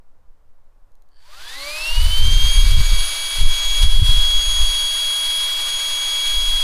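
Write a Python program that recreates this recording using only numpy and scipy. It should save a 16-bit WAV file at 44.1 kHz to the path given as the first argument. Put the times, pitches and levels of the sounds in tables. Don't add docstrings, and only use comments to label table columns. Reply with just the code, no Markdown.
import sys
import numpy as np
from scipy import signal
from scipy.fft import rfft, irfft
from scipy.io import wavfile
from scipy.ndimage import uniform_filter1d, minimum_filter1d

SR = 44100
rng = np.random.default_rng(int(sys.argv[2]) if len(sys.argv) > 2 else 0)


def master(y):
    cut = np.clip(np.atleast_2d(y).T, -1, 1)
    pcm = np.round(cut * 32767)
    wavfile.write(sys.argv[1], SR, pcm.astype(np.int16))


N = 292383
TIME = np.arange(N) / SR

# [f/Hz, relative spectral level/dB]
OUTDOORS_COLOUR = [(88, -47), (150, -6.5), (200, -9), (252, -14), (294, -4.5), (357, -13), (525, -3.5),
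                   (624, -7.5), (991, -7), (2700, -24.5), (15000, -32)]
OUTDOORS_DB = -68

# [f/Hz, relative spectral level/dB]
SWAY_COLOUR = [(1, -60), (2.5, 5.5), (5, 9), (12, -2), (22, -7), (45, -39.5)]
# [f/Hz, relative spectral level/dB]
PUSH_COLOUR = [(8, -28), (15, -9.5), (28, 1), (45, -18.5), (65, -22.5), (110, -62)]
# [f/Hz, relative spectral level/dB]
BUFFET_COLOUR = [(30, 2.5), (60, 1), (100, -7.5), (150, -23.5), (220, -32), (400, -48.5), (900, -52)]
# [start t/s, length t/s, slow push level/dB, quick buffeting level/dB]
GUSTS = [(1.977, 0.13, -13, -26), (2.207, 0.25, -12, -23), (2.57, 0.24, -10.5, -21.5),
         (2.922, 0.023, -10, -25), (3.419, .04, -15, -23), (3.65, 0.13, -25.5, -47),
         (3.82, 0.35, -12.5, -21.5), (4.25, 0.11, -19, -40), (4.486, 0.012, -23, -35),
         (4.584, 0.058, -16.5, -44), (5.553, 0.014, -51, -54), (6.341, 0.23, -25.5, -55)]
GUST_RISE_DB_PER_S, GUST_FALL_DB_PER_S = 278, 154
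BUFFET_POWER = 1.87
CALM_PUSH_DB, CALM_BUFFET_DB = -75.5, -68
DRAUGHT_PUSH_DB, DRAUGHT_BUFFET_DB = -54, -66.5
# [t/s, peak level/dB]
SHOVES = [(2.219, -0.5), (2.762, -3), (3.48, -1), (3.884, -2), (3.982, 1)]
SHOVE_S = 0.022

# [t/s, peak level/dB]
TICKS = [(0.919, -54), (0.954, -48), (1.022, -46), (1.089, -52)]
# [f/Hz, relative level/dB, 60 dB decay time t/s]
SWITCH_MODES = [(4150, -7, .015), (4600, -12, .012), (6700, -1, .006), (8700, -2, .006), (11500, 1, .006)]

# [f/Hz, relative spectral level/dB]
ROAR_COLOUR = [(170, -22.5), (280, -20.5), (340, -7), (480, -11), (700, -7), (900, -0.5), (2300, -0.5),
               (3200, -5)]
# [f/Hz, relative spectral level/dB]
RUSH_COLOUR = [(700, -34), (2300, -5), (3000, 1), (3600, 3), (4850, 3), (5200, -6.5), (7000, -9),
               (9000, -17)]
# [f/Hz, relative spectral level/dB]
HISS_COLOUR = [(3500, -59), (5500, 3), (7200, 1), (8800, 6.5), (9900, 9.5), (11200, 4.5), (12700, -2),
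               (15500, -33)]
# [f/Hz, width f/Hz, level/dB]
SHELL = [(1060, 28, 3.5), (1335, 54, -2), (1630, 260, 3), (1770, 95, -4), (2353, 200, -2), (3480, 84, 1)]
RUSH_DB, RUSH_FADE_DB_PER_S = -29.5, 0.28
TURBULENT_SHARE = 0.21
FLARE_S, FLARE_WIDTH_S, FLARE_DB = 3.83, 0.011, 5.5
TONE_DB_PER_OCTAVE, AIR_DB_PER_OCTAVE = 14, 18

# [f/Hz, width f/Hz, relative level/dB]
FRAME = [(1690, 290, -1), (3140, 350, -4), (4560, 400, 3.5), (8700, 1100, -16)]
BUZZ_FROM_S, BUZZ_RISE_S, BUZZ_HOLD_S, BUZZ_FADE_DB_PER_S, BUZZ_DB = 1.046, 0.12, .2, 60, -62.5

BLADES = 7
# [start t/s, settling time t/s, sluggishness at first (no unit)]
SLOW_RUN = (1.102, .194, 1.08)
SLOW_HZ = 326.2
APART_HZ = 1.6
HUM_FROM_S, BLADES_FROM_S = 1.28, 1.45
# [shaft order, full-speed level before the panels/dB, gain per octave of speed/dB]
HUM = [(2, -58.5, 11), (3, -58, 26), (4, -60, 8.5)]
LOAD_DB = 3
# [f/Hz, width f/Hz, level/dB]
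MOUNT = [(397, 85, -21), (587, 55, 14.5), (795, 39, 9), (952, 23, 11), (1156, 130, 13.5)]
# [t/s, full-speed level/dB]
BLADE_DB = [(1.6, -46), (1.75, -45.5), (2.05, -43), (2.53, -34), (3.82, -35), (3.97, -44.5), (6.31, -35.5),
            (6.61, -42.8)]
# [t/s, full-speed level/dB]
OCTAVE_DB = [(1.64, -43), (3.0, -39), (3.5, -49), (4.8, -38.5), (5.25, -42), (6.6, -50)]
# [multiple of a third of the shaft rate, full-speed level/dB]
BEARING = [(4, -65.5), (5, -55.5), (7, -61), (10, -54), (11, -53.5), (15, -52.5)]

# [start t/s, settling time t/s, sluggishness at first (no unit)]
FAST_RUN = (.921, .2875, 4.534)
FAST_HZ = 3316
WHINE_FROM_S = 1.1
# [t/s, full-speed level/dB]
FIRST_DB = [(1.4, -32), (1.5, -32), (1.68, -28), (1.9, -21), (2.08, -28.5), (2.13, -21), (2.62, -21.5),
            (2.69, -34), (2.75, -20.5), (2.81, -33.5), (2.99, -25), (3.09, -30), (3.53, -23), (4.31, -17.5),
            (4.45, -20.5), (5.42, -21), (5.66, -24), (6.62, -19.5)]
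# [t/s, full-speed level/dB]
SECOND_DB = [(1.62, -22), (1.76, -32), (2.14, -57), (2.26, -34), (2.62, -33), (2.71, -47), (2.86, -35),
             (3.4, -40.2), (3.61, -34), (3.82, -36), (4.0, -50.5), (4.45, -30.5), (5.45, -42.5),
             (5.52, -55), (5.68, -36), (6.25, -35.5), (6.61, -41)]
# [t/s, full-speed level/dB]
THIRD_DB = [(1.6, -47), (1.69, -38), (2.2, -44.9), (2.32, -57.3), (2.56, -32), (2.77, -52), (3.01, -30.8),
            (3.55, -38), (3.64, -50.2), (3.79, -35), (4.33, -42), (4.48, -34.5), (5.44, -33), (5.56, -52),
            (5.62, -35.5), (6.61, -39)]
# [t/s, full-speed level/dB]
FOURTH_DB = [(1.8, -43), (4.2, -56.1), (5.16, -46), (6.0, -56), (6.33, -48), (6.6, -50.2)]
# [multiple, full-speed level before the band limit/dB]
TOP = [(5, -46.5), (6, -54)]
OVERTONE_POWER = 2

EDGE_HZ = 15550


def amp(db):
    return 10 ** (np.asarray(db) / 20)


def evened(x):
    return x / np.sqrt(np.mean(x ** 2) + 1e-20)


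def after(s):
    return np.clip((TIME - s) / 0.01, 0, 1)


def level(rows):
    return np.interp(TIME, *np.transpose(rows))


def drift(hz):
    f = np.fft.rfftfreq(N, 1 / SR)
    return evened(irfft(rfft(rng.standard_normal(N)) / (1 + (f / hz) ** 4), N))


def noise(colour, band, bumps=()):
    f = np.fft.rfftfreq(N, 1 / SR)
    hz, db = np.transpose(colour)
    shape_db = np.interp(np.log(f + 1), np.log(hz + 1), db)
    for centre, width, bump_db in bumps:
        shape_db = shape_db + bump_db * np.exp(-((f - centre) / width) ** 2)
    rolloff = np.hypot(1, (f / (2 * hz[-1])) ** 2)
    spectrum = rfft(rng.standard_normal(N)) * amp(shape_db) / rolloff
    in_band = irfft(spectrum * (f > band[0]) * (f < band[1]), N)
    return irfft(spectrum, N) / np.std(in_band)


def steadied(x, size):
    return x / np.sqrt(uniform_filter1d(x ** 2, size) / np.mean(x ** 2) + 0.0011)


def speed(start_s, settle_s, sluggish):
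    left = np.exp(-np.maximum(TIME - start_s, 0) / settle_s)
    return np.maximum((1 - left) / (1 + sluggish * left), .02)


def angle(hz, wander, hunt):
    unsteady = wander + .014 * (1 - hz / hz.max()) ** 1.68
    wavering_hz = hz * (1 + unsteady * drift(24.5) + hunt * drift(.8))
    return 2 * np.pi * np.cumsum(wavering_hz) / SR


def tone(phase, db, flutter_db):
    rms = amp(db + flutter_db * drift(24.5))
    return np.sqrt(2) * rms * np.sin(phase + rng.uniform(0, 2 * np.pi))


def outdoors():
    return amp(OUTDOORS_DB) * noise(OUTDOORS_COLOUR, (150, 15000))


def gust(start_s, length_s):
    early = np.maximum(start_s - TIME, 0)
    late = np.maximum(TIME - start_s - length_s, 0)
    return amp(np.maximum(-GUST_RISE_DB_PER_S * early - GUST_FALL_DB_PER_S * late, -200))


def wind():
    draught = speed(*SLOW_RUN) ** 2
    push_gain = amp(CALM_PUSH_DB) + amp(DRAUGHT_PUSH_DB) * draught
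    buffet_gain = amp(CALM_BUFFET_DB) + amp(DRAUGHT_BUFFET_DB) * draught
    for start_s, length_s, push_db, buffet_db in GUSTS:
        shape = gust(start_s, length_s)
        push_gain = np.hypot(push_gain, amp(push_db) * shape)
        buffet_gain = np.hypot(buffet_gain, amp(buffet_db) * shape ** BUFFET_POWER)
    sway = steadied(noise(SWAY_COLOUR, (2, 22)), size=12000)
    push = steadied(noise(PUSH_COLOUR, (22, 60)), size=4000)
    buffet = steadied(noise(BUFFET_COLOUR, (60, 200)), size=2500)
    lumps = evened(amp(3.5 * drift(14)))
    return sway * amp(-8) * push_gain ** .44 + push * push_gain + buffet * lumps * buffet_gain


def shoves():
    out = np.zeros(N)
    for s, db in SHOVES:
        u = (TIME - s) / SHOVE_S
        out += amp(db) * (1 - u ** 2) * np.exp(-u ** 2 / 2)
    return out


def switch():
    t = TIME[:1500]
    ring = .8 * rng.standard_normal(len(t)) * np.exp(-t / .001)
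    for hz, db, t60 in SWITCH_MODES:
        ring = ring + amp(db - 60 * t / t60) * np.sin(2 * np.pi * hz * t)
    blows = np.zeros(N)
    for s, db in TICKS:
        blows[round(s * SR)] = amp(db)
    return signal.oaconvolve(blows, ring / abs(ring).max())[:N]


def rush_level():
    mean_speed = (speed(*FAST_RUN) + speed(*SLOW_RUN)) / 2
    onset_db = -20 * np.log10(1 + (TURBULENT_SHARE / mean_speed) ** 3.4)
    flare_db = FLARE_DB * np.exp(-((TIME - FLARE_S) / FLARE_WIDTH_S) ** 2)
    speed_db = AIR_DB_PER_OCTAVE * np.log2(mean_speed)
    return RUSH_DB + speed_db + onset_db + flare_db - RUSH_FADE_DB_PER_S * TIME


def air():
    rush_db = rush_level()
    slowness = -np.log2(speed(*FAST_RUN))
    roar = noise(ROAR_COLOUR, (700, 2000), SHELL)
    rush = noise(RUSH_COLOUR, (3600, 6000), SHELL)
    hiss = noise(HISS_COLOUR, (7200, 9400))
    roar = roar * amp(rush_db - 9.5 + 4.9 * slowness + 0.67 * drift(26))
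    rush = rush * amp(rush_db - 1.4)
    hiss = hiss * amp(rush_db - 10.5 - 4.8 * slowness + 0.5 * drift(26))
    return (roar + rush + hiss) * amp(0.73 * drift(27)) * after(BUZZ_FROM_S)


def start_buzz():
    turns = np.cumsum(FAST_HZ * speed(*FAST_RUN) / BLADES) / SR
    kicks = np.diff(np.floor(4 * turns), prepend=0) * rng.standard_normal(N)
    t = TIME[:600]
    ring = np.zeros(len(t))
    for hz, width, db in FRAME:
        ring += amp(db) * width ** 2 * t * np.exp(-np.pi * width * t) * np.sin(2 * np.pi * hz * t)
    buzz = signal.oaconvolve(kicks, ring)[:N]
    age, free_s = TIME - BUZZ_FROM_S, BUZZ_RISE_S + BUZZ_HOLD_S
    fade_db = BUZZ_FADE_DB_PER_S * np.maximum(age - free_s, 0)
    envelope = np.clip(age / BUZZ_RISE_S, 0, 1) ** 2 * amp(BUZZ_DB - fade_db)
    return buzz / np.std(buzz[(age > 0) & (age < free_s)]) * envelope


def panels_db(line_hz):
    return sum(db * np.exp(-((line_hz - centre) / width) ** 2) for centre, width, db in MOUNT)


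def slow_fans():
    share = speed(*SLOW_RUN)
    hz, octaves = SLOW_HZ * share, np.log2(share)
    first = angle(hz, wander=0.00023, hunt=0.00119)
    second = angle(hz + APART_HZ, wander=0.00047, hunt=.0012)
    load_db = LOAD_DB * np.minimum(1, 30 * (1 - share))
    hum = 0
    for order, db, slope_db in HUM:
        line_db = db + slope_db * octaves + panels_db(order * hz) + load_db
        hum = hum + tone(order * first, line_db, flutter_db=2.5)
    mount_db = -58 - ((hz - 284) / 7.5) ** 2
    shake = tone(first, mount_db, flutter_db=2)
    effort_db = TONE_DB_PER_OCTAVE * octaves
    blade_db, octave_db = level(BLADE_DB) + effort_db, level(OCTAVE_DB) + effort_db
    blades = tone(BLADES * first, blade_db - 2.4, flutter_db=1.5)
    blades = blades + tone(3 * BLADES * first, blade_db - 16, flutter_db=7.5)
    octave = tone(2 * BLADES * first, octave_db - 7, flutter_db=6.0)
    octave = octave + tone(2 * BLADES * second, octave_db, flutter_db=2.5)
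    cage = first / 3
    drone = sum(tone(k * cage, db, flutter_db=2.5) for k, db in BEARING) * share ** 40
    return (hum + shake) * after(HUM_FROM_S) + (blades + octave + drone) * after(BLADES_FROM_S)


def fast_fan():
    share = speed(*FAST_RUN)
    hz = FAST_HZ * share
    phase = angle(hz, wander=0.00013, hunt=0.000201)
    effort_db = TONE_DB_PER_OCTAVE * np.log2(share)
    run_up_db = 1.8 * np.minimum(1, 10 * (1 - share))
    whine = tone(phase, level(FIRST_DB) + effort_db, flutter_db=.5 + run_up_db)
    overtones = 0
    for k, rows in enumerate((SECOND_DB, THIRD_DB, FOURTH_DB), 2):
        overtone_db = level(rows) + OVERTONE_POWER * effort_db
        overtones = overtones + tone(k * phase, overtone_db, flutter_db=1.14 + 1.5 * run_up_db)
    top = sum(tone(k * phase, db + OVERTONE_POWER * effort_db, flutter_db=0) for k, db in TOP)
    sidebands = sum(tone(phase * (1 + side / BLADES), rush_level(), flutter_db=3) for side in (-1, 1))
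    bite = 1 / (1 + (1000 / hz) ** 8)
    return (whine + overtones + top + amp(-20.5) * sidebands) * bite * after(WHINE_FROM_S)


def scene():
    weather = outdoors() + wind() + shoves()
    fans = air() + start_buzz() + slow_fans() + fast_fan()
    return (weather + switch() + fans)[None]


def record(dry):
    ceiling = .88
    room = np.minimum(1, ceiling / (abs(dry[0]) + 1e-9))
    limited = dry * uniform_filter1d(minimum_filter1d(room, size=1700), size=1500)
    lowpass = signal.firwin(1023, EDGE_HZ, window=("kaiser", 9), fs=SR)
    return signal.oaconvolve(limited, lowpass[None], "same")


dry = scene()
out = record(dry)
master(out)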